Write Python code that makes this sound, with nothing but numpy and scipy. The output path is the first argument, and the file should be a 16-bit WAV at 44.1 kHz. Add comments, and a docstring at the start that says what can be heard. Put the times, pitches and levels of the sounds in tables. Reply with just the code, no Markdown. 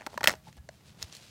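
"""Light, close ticks: a small battery knocks against the plastic compartment of a soft toy.
It slides over the contact spring, snaps home and rattles in its bay, each hit ringing the damped shell.
Then fingers bump the toy with soft thumps, brush its fabric in a grainy hiss and give one last
bright click with a few faint ticks after it. Underneath lies the low hush of a quiet room."""
import sys
import numpy as np
from scipy import signal
from scipy.fft import rfft, irfft, next_fast_len
from scipy.io import wavfile
from scipy.ndimage import map_coordinates

SR = 44100
rng = np.random.default_rng(int(sys.argv[2]) if len(sys.argv) > 2 else 0)


def output_pcm(signal):
    """Save a mono or channel-first signal as 16-bit PCM at the path in sys.argv[1].

    Samples are clipped to [-1, 1] before scaling.
    """
    pcm = np.clip(np.atleast_2d(signal).T, -1, 1) * 32767
    wavfile.write(sys.argv[1], SR, np.round(pcm).astype(np.int16))


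N = 57330


def amp(db):
    """Decibels to gain."""
    return 10 ** (np.asarray(db) / 20)


def unit_rms(x):
    """Scale to rms 1."""
    return x / np.sqrt(np.mean(x ** 2) + 1e-20)


def curve_at(points, hz):
    """Read (frequency, value) points along a log frequency axis."""
    freqs, values = np.transpose(points)
    return np.interp(np.log(hz + 1), np.log(freqs + 1), values)


def equalise(x, gain_at):
    """Zero-phase EQ from a function that gives the gain at each frequency."""
    size = next_fast_len(len(x) + SR // 4)
    return irfft(rfft(x, size) * gain_at(np.fft.rfftfreq(size, 1 / SR)), size)[:len(x)]


def coloured_noise(spectrum):
    """Noise of rms 1, shaped by (frequency, level) points."""
    return unit_rms(equalise(rng.standard_normal(N), lambda hz: amp(curve_at(spectrum, hz))))


def wobble(per_s):
    """A smooth random curve with per_s knots a second."""
    knots = rng.standard_normal(int(N * per_s / SR) + 4)
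    return map_coordinates(knots, [np.arange(N) * per_s / SR])


def place(track, start_s, sound):
    """Mix a sound into the track at its cue."""
    part = track[max(0, round(start_s * SR)):][:len(sound)]
    part += sound[:len(part)]


# Tone colour of the quiet room: (frequency [Hz], relative level [dB])
HUSH_SPECTRUM = [(15, -43.5), (30, -27.5), (60, -4), (90, 1.5), (170, 0.5), (280, -11.5), (450, -17.5),
                 (1400, -24), (4250, -28.5), (16000, -32.5)]

def room_hush(level_db=-61):
    """A steady, bass-heavy bed of room tone."""
    return amp(level_db) * coloured_noise(HUSH_SPECTRUM)


# Decay of the room's reflections: (frequency [Hz], t60 [s])
ROOM_DECAY = [(200, .2), (1000, 0.36), (4000, .14), (12000, 0.39)]

def room_reflections(x, wet_db=-27.5, predelay_s=.004):
    """The table and walls answer with a short, weak tail."""
    hz, t, spectrogram = signal.stft(rng.standard_normal(SR // 3), SR, nperseg=256)
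    decay = amp(-60 * t / curve_at(ROOM_DECAY, hz)[:, None])
    tail = signal.istft(spectrogram * decay, SR, nperseg=256)[1]
    out = np.zeros(N)
    place(out, predelay_s, signal.fftconvolve(x, tail / np.linalg.norm(tail)))
    return amp(wet_db) * out


# Swells of the handling rumble: (time [s], level [dB])
RUMBLE_ENVELOPE = [(0, -70.5), (.3, -49.5), (.42, -65.5), (.5, -60), (.82, -65.5), (.9, -56.5), (1.0, -59),
                   (1.12, -69), (1.3, -78)]
# Its dark tone colour: (frequency [Hz], relative level [dB])
RUMBLE_COLOUR = [(25, -26), (70, 0), (95, -3.5), (170, 0.5), (260, -12.5), (600, -45.5)]

def handling_rumble():
    """The toy rumbles softly as it shifts in the hand."""
    times, level_db = np.transpose(RUMBLE_ENVELOPE)
    envelope = amp(np.interp(np.arange(N) / SR, times, level_db))
    return envelope * coloured_noise(RUMBLE_COLOUR + [(2000, -120)])


# Strokes of battery, fingers and fabric: (time [s], hiss level [dB], scuff level [dB])
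RUB_ENVELOPES = [(0, -59.5, -52.5), (.055, -64.5, -61.5), (.084, -73, -65.5), (0.099, -62, -59),
                 (.16, -59.5, -59.5), (0.227, -66, -86), (.247, -36, -61), (0.266, -55.5, -61),
                 (.31, -43.5, -38.5), (.365, -69, -64.5), (.44, -69, -80), (.485, -58.5, -55),
                 (.52, -70.5, -74), (.562, -69.5, -85), (0.579, -60, -57), (0.599, -80.5, -76),
                 (.765, -66.5, -70.5), (.82, -68.5, -67.5), (0.878, -60.5, -67.5), (.97, -67.5, -64),
                 (1.035, -50.5, -59.5), (1.106, -62.5, -62), (1.134, -49, -65), (1.164, -53.5, -72),
                 (1.2, -58.5, -64.5), (1.25, -54, -64.5), (1.3, -58.5, -68)]
# Bright layer of the friction: (frequency [Hz], relative level [dB])
HISS_SPECTRUM = [(500, -25.5), (1500, -5), (2800, 0.5), (4500, 0.5), (7000, -5), (10000, -10.5),
                 (16000, -23)]
# Dull layer of the friction: (frequency [Hz], relative level [dB])
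SCUFF_SPECTRUM = [(100, -15.5), (220, -3), (650, 3.5), (1000, -3), (1900, -8.5), (3500, -20.5), (9000, -44)]

def rubbing(grain_db=2, swell_db=1.5):
    """Grainy friction under uneven finger pressure: a bright hiss over a duller scuff."""
    times, hiss_db, scuff_db = np.transpose(RUB_ENVELOPES)
    t = np.arange(N) / SR
    texture = unit_rms(amp(grain_db * wobble(per_s=500) + swell_db * wobble(per_s=35)))
    hiss = amp(np.interp(t, times, hiss_db)) * coloured_noise(HISS_SPECTRUM)
    scuff = amp(np.interp(t, times, scuff_db)) * coloured_noise(SCUFF_SPECTRUM)
    return texture * (hiss + scuff)


# Soft pushes of the hand: (time [s], pitch [Hz], level [dB], length [s])
HAND_PUSHES = [(.065, 280, -39, 0.01), (0.124, 91, -55, 0.023), (0.151, 225, -47, 0.032),
               (.236, 146, -42, 0.019), (.279, 198, -38, 0.015), (0.281, 90, -49.5, 0.023),
               (0.475, 140.4, -44, .02), (0.492, 93.6, -66, 0.029), (0.576, 70, -43, 0.044),
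               (1.033, 87, -42, 0.029)]

def hand_thumps():
    """Each push rocks the toy for a few slow cycles."""
    out, t = np.zeros(N), np.arange(SR // 8) / SR
    for start_s, hz, level_db, length_s in HAND_PUSHES:
        arch = np.sin(np.pi * np.minimum(t / length_s, 1))
        place(out, start_s, amp(level_db) * arch * np.sin(2 * np.pi * hz * t))
    return out


# Brief pitched rings: (time [s], pitch [Hz], level [dB], t60 [s])
HIT_RINGS = [(0.1757, 1745, -22, .014), (.178, 962.5, -21, 0.02), (0.2403, 4310, -16.5, 0.012),
             (.2735, 1935, -1, 0.011), (0.2734, 5150, -6.5, 0.0086), (.2818, 591, -19, 0.027),
             (.4705, 862, -44, 0.073), (.574, 1686, -63, 0.22), (.6902, 631, -30, 0.018),
             (1.0263, 5270, -18, 0.0092)]

def hit_rings(attack_s=.0005):
    """Fast-decaying sines: the strongest tones of the loudest clicks, plus a few lone pings."""
    out, t = np.zeros(N), np.arange(SR // 5) / SR
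    for start_s, hz, level_db, t60 in HIT_RINGS:
        envelope = amp(level_db - 60 * t / t60) * (1 - np.exp(-t / attack_s))
        place(out, start_s, envelope * np.sin(2 * np.pi * hz * t))
    return out


# Modes of the compartment with its battery: (frequency [Hz], relative level [dB], after-ring t60 [s])
COMPARTMENT_MODES = [(435, -6.5, .12), (625, 3, 0.4), (816, 1.5, .12), (915, -2.5, .15), (1130, -8, .09),
                     (1480, -3, 0.12), (1784, -3.5, .1), (1950, -6, 0.054), (2676, -4, .07),
                     (3155, -7.5, .06), (4360, -5.5, .14), (5350, -7.5, 0.063), (6750, -18.5, .09),
                     (8030, -13, .13)]
# The shell's five bands, from knock up to snap; the slow, low bending waves arrive last:
# (low edge [Hz], high edge [Hz], delay [s], attack [s], hold [s], t60 [s], noise against modes [dB])
SHELL_BANDS = [(260, 1150, .0008, .0009, 0.0007, 0.015, -2.5),
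               (1150, 2300, 0.00018, 0.00094, 0.00073, 0.0079, -3),
               (2340, 3600, .0002, 0.00031, 0.0014, 0.0094, -3),
               (3880, 7500, .0001, .0003, 0.00062, 0.014, 4),
               (7900, 16000, 0.000086, 0.00012, .001, .011, 7)]
# Hits of battery on plastic, with a level for each band:
# (time [s], knock [dB], clack [dB], crack [dB], tick [dB], snap [dB])
BATTERY_HITS = [(.0094, -49.5, -47.5, -74.5, -60.5, -81), (.0182, -50.5, -52, -60, -62.5, -78),
                (.0275, -65.5, -53, -73, -77, -80.5), (.0644, -44, -38, -47.5, -41, -51),
                (.0695, -35.5, -45, -64, -54.5, -53), (.131, -48.5, -58, -74, -68, -66),
                (0.1413, -43.5, -54.5, -65.5, -66, -64), (.1763, -33, -43, -46, -43.5, -50),
                (.2077, -45.5, -39, -53, -50, -60.5), (.2105, -34, -42, -52, -54, -68),
                (.2313, -39.5, -34, -50, -41, -49.5), (.2402, -31.5, -26.5, -34, -34, -38.5),
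                (.2422, -29.5, -24, -26, -33.5, -34), (.2555, -60, -50, -53.5, -47.5, -49),
                (.2583, -43.5, -33, -51.5, -47.5, -52.5), (.2733, -29.5, -26.5, -15.5, -25.5, -25.5),
                (.2797, -28, -27, -32, -30.5, -30.5), (.2852, -35.5, -27.5, -37, -33, -39),
                (.2905, -36.5, -54, -42.5, -38, -49), (.2941, -34.5, -27, -42.5, -34, -42),
                (.3043, -45, -36.5, -51, -40, -55), (.3165, -53, -45, -57, -48.5, -48),
                (.327, -47, -67, -56, -50, -58), (.3372, -39.5, -46.5, -51, -54, -64),
                (.353, -63, -59, -62, -55.5, -75), (.5272, -69, -60, -64.5, -61, -72),
                (0.5687, -58.5, -67, -73, -70, -65), (.6892, -50.5, -47.5, -58.5, -50.5, -83.5),
                (1.0205, -65, -52.5, -51.5, -50, -60), (1.0262, -55, -45, -46, -34.5, -45.5),
                (1.1255, -57, -70, -57, -47, -77), (1.1503, -60.5, -68, -78, -47.5, -61),
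                (1.1672, -72, -72, -73, -49.5, -59)]

def battery_clicks(after_ring_db=-31.5, scatter_db=1.16, detune_share=.014, scatter_rad=.6):
    """Each hit chatters for an instant, rings the damped shell and leaves a faint after-ring."""
    out, t = np.zeros(N), np.arange(SR // 6) / SR
    level_window = .006 * SR  # a band's level is its rms with all its energy packed into 6 ms
    hz, mode_db, after_t60 = np.transpose(COMPARTMENT_MODES)
    after_decay = amp(-60 * t / after_t60[:, None])
    for start_s, *band_levels in BATTERY_HITS:
        # The modes vary a little from hit to hit.
        level_draw, pitch_draw, phase_draw = rng.standard_normal((3, len(hz), 1))
        phase = 2 * np.pi * hz[:, None] * (1 + detune_share * pitch_draw) * t + scatter_rad * phase_draw
        modes = amp(mode_db[:, None] + scatter_db * level_draw) * np.sin(phase)
        for level_db, (low, high, delay, attack, hold, t60, noise_db) in zip(band_levels, SHELL_BANDS):
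            in_band = (hz >= low) & (hz < high)
            tone = modes[in_band].sum(0)
            bandpass = signal.butter(3, [low, high], "band", fs=SR, output="sos")
            chatter = unit_rms(signal.sosfilt(bandpass, rng.standard_normal(len(t))))
            decay = amp(-60 * np.maximum(t - hold, 0) / t60)
            impact = decay * (unit_rms(tone) + amp(noise_db) * chatter)
            after_ring = (modes * after_decay)[in_band].sum(0) / (np.std(tone) + 1e-9)
            rise = np.minimum(t / attack, 1)
            click = rise * (impact + amp(after_ring_db) * after_ring)
            gain = amp(level_db) * np.sqrt(level_window / np.sum(click ** 2))
            place(out, start_s + delay, gain * click)
    return out


def scene():
    """A mono mix: clicks with a touch of room, over dry handling noise and room tone."""
    clicks = battery_clicks() + hit_rings()
    reflections = room_reflections(clicks)
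    handling = hand_thumps() + rubbing() + handling_rumble()
    return (clicks + reflections + handling + room_hush())[None]


def record(dry):
    """The microphone cuts off steeply above its band limit."""
    top_hz = 15950
    return np.array([equalise(channel, lambda hz: 1 / (1 + (hz / top_hz) ** 120)) for channel in dry])


dry = scene()
out = record(dry)
output_pcm(out)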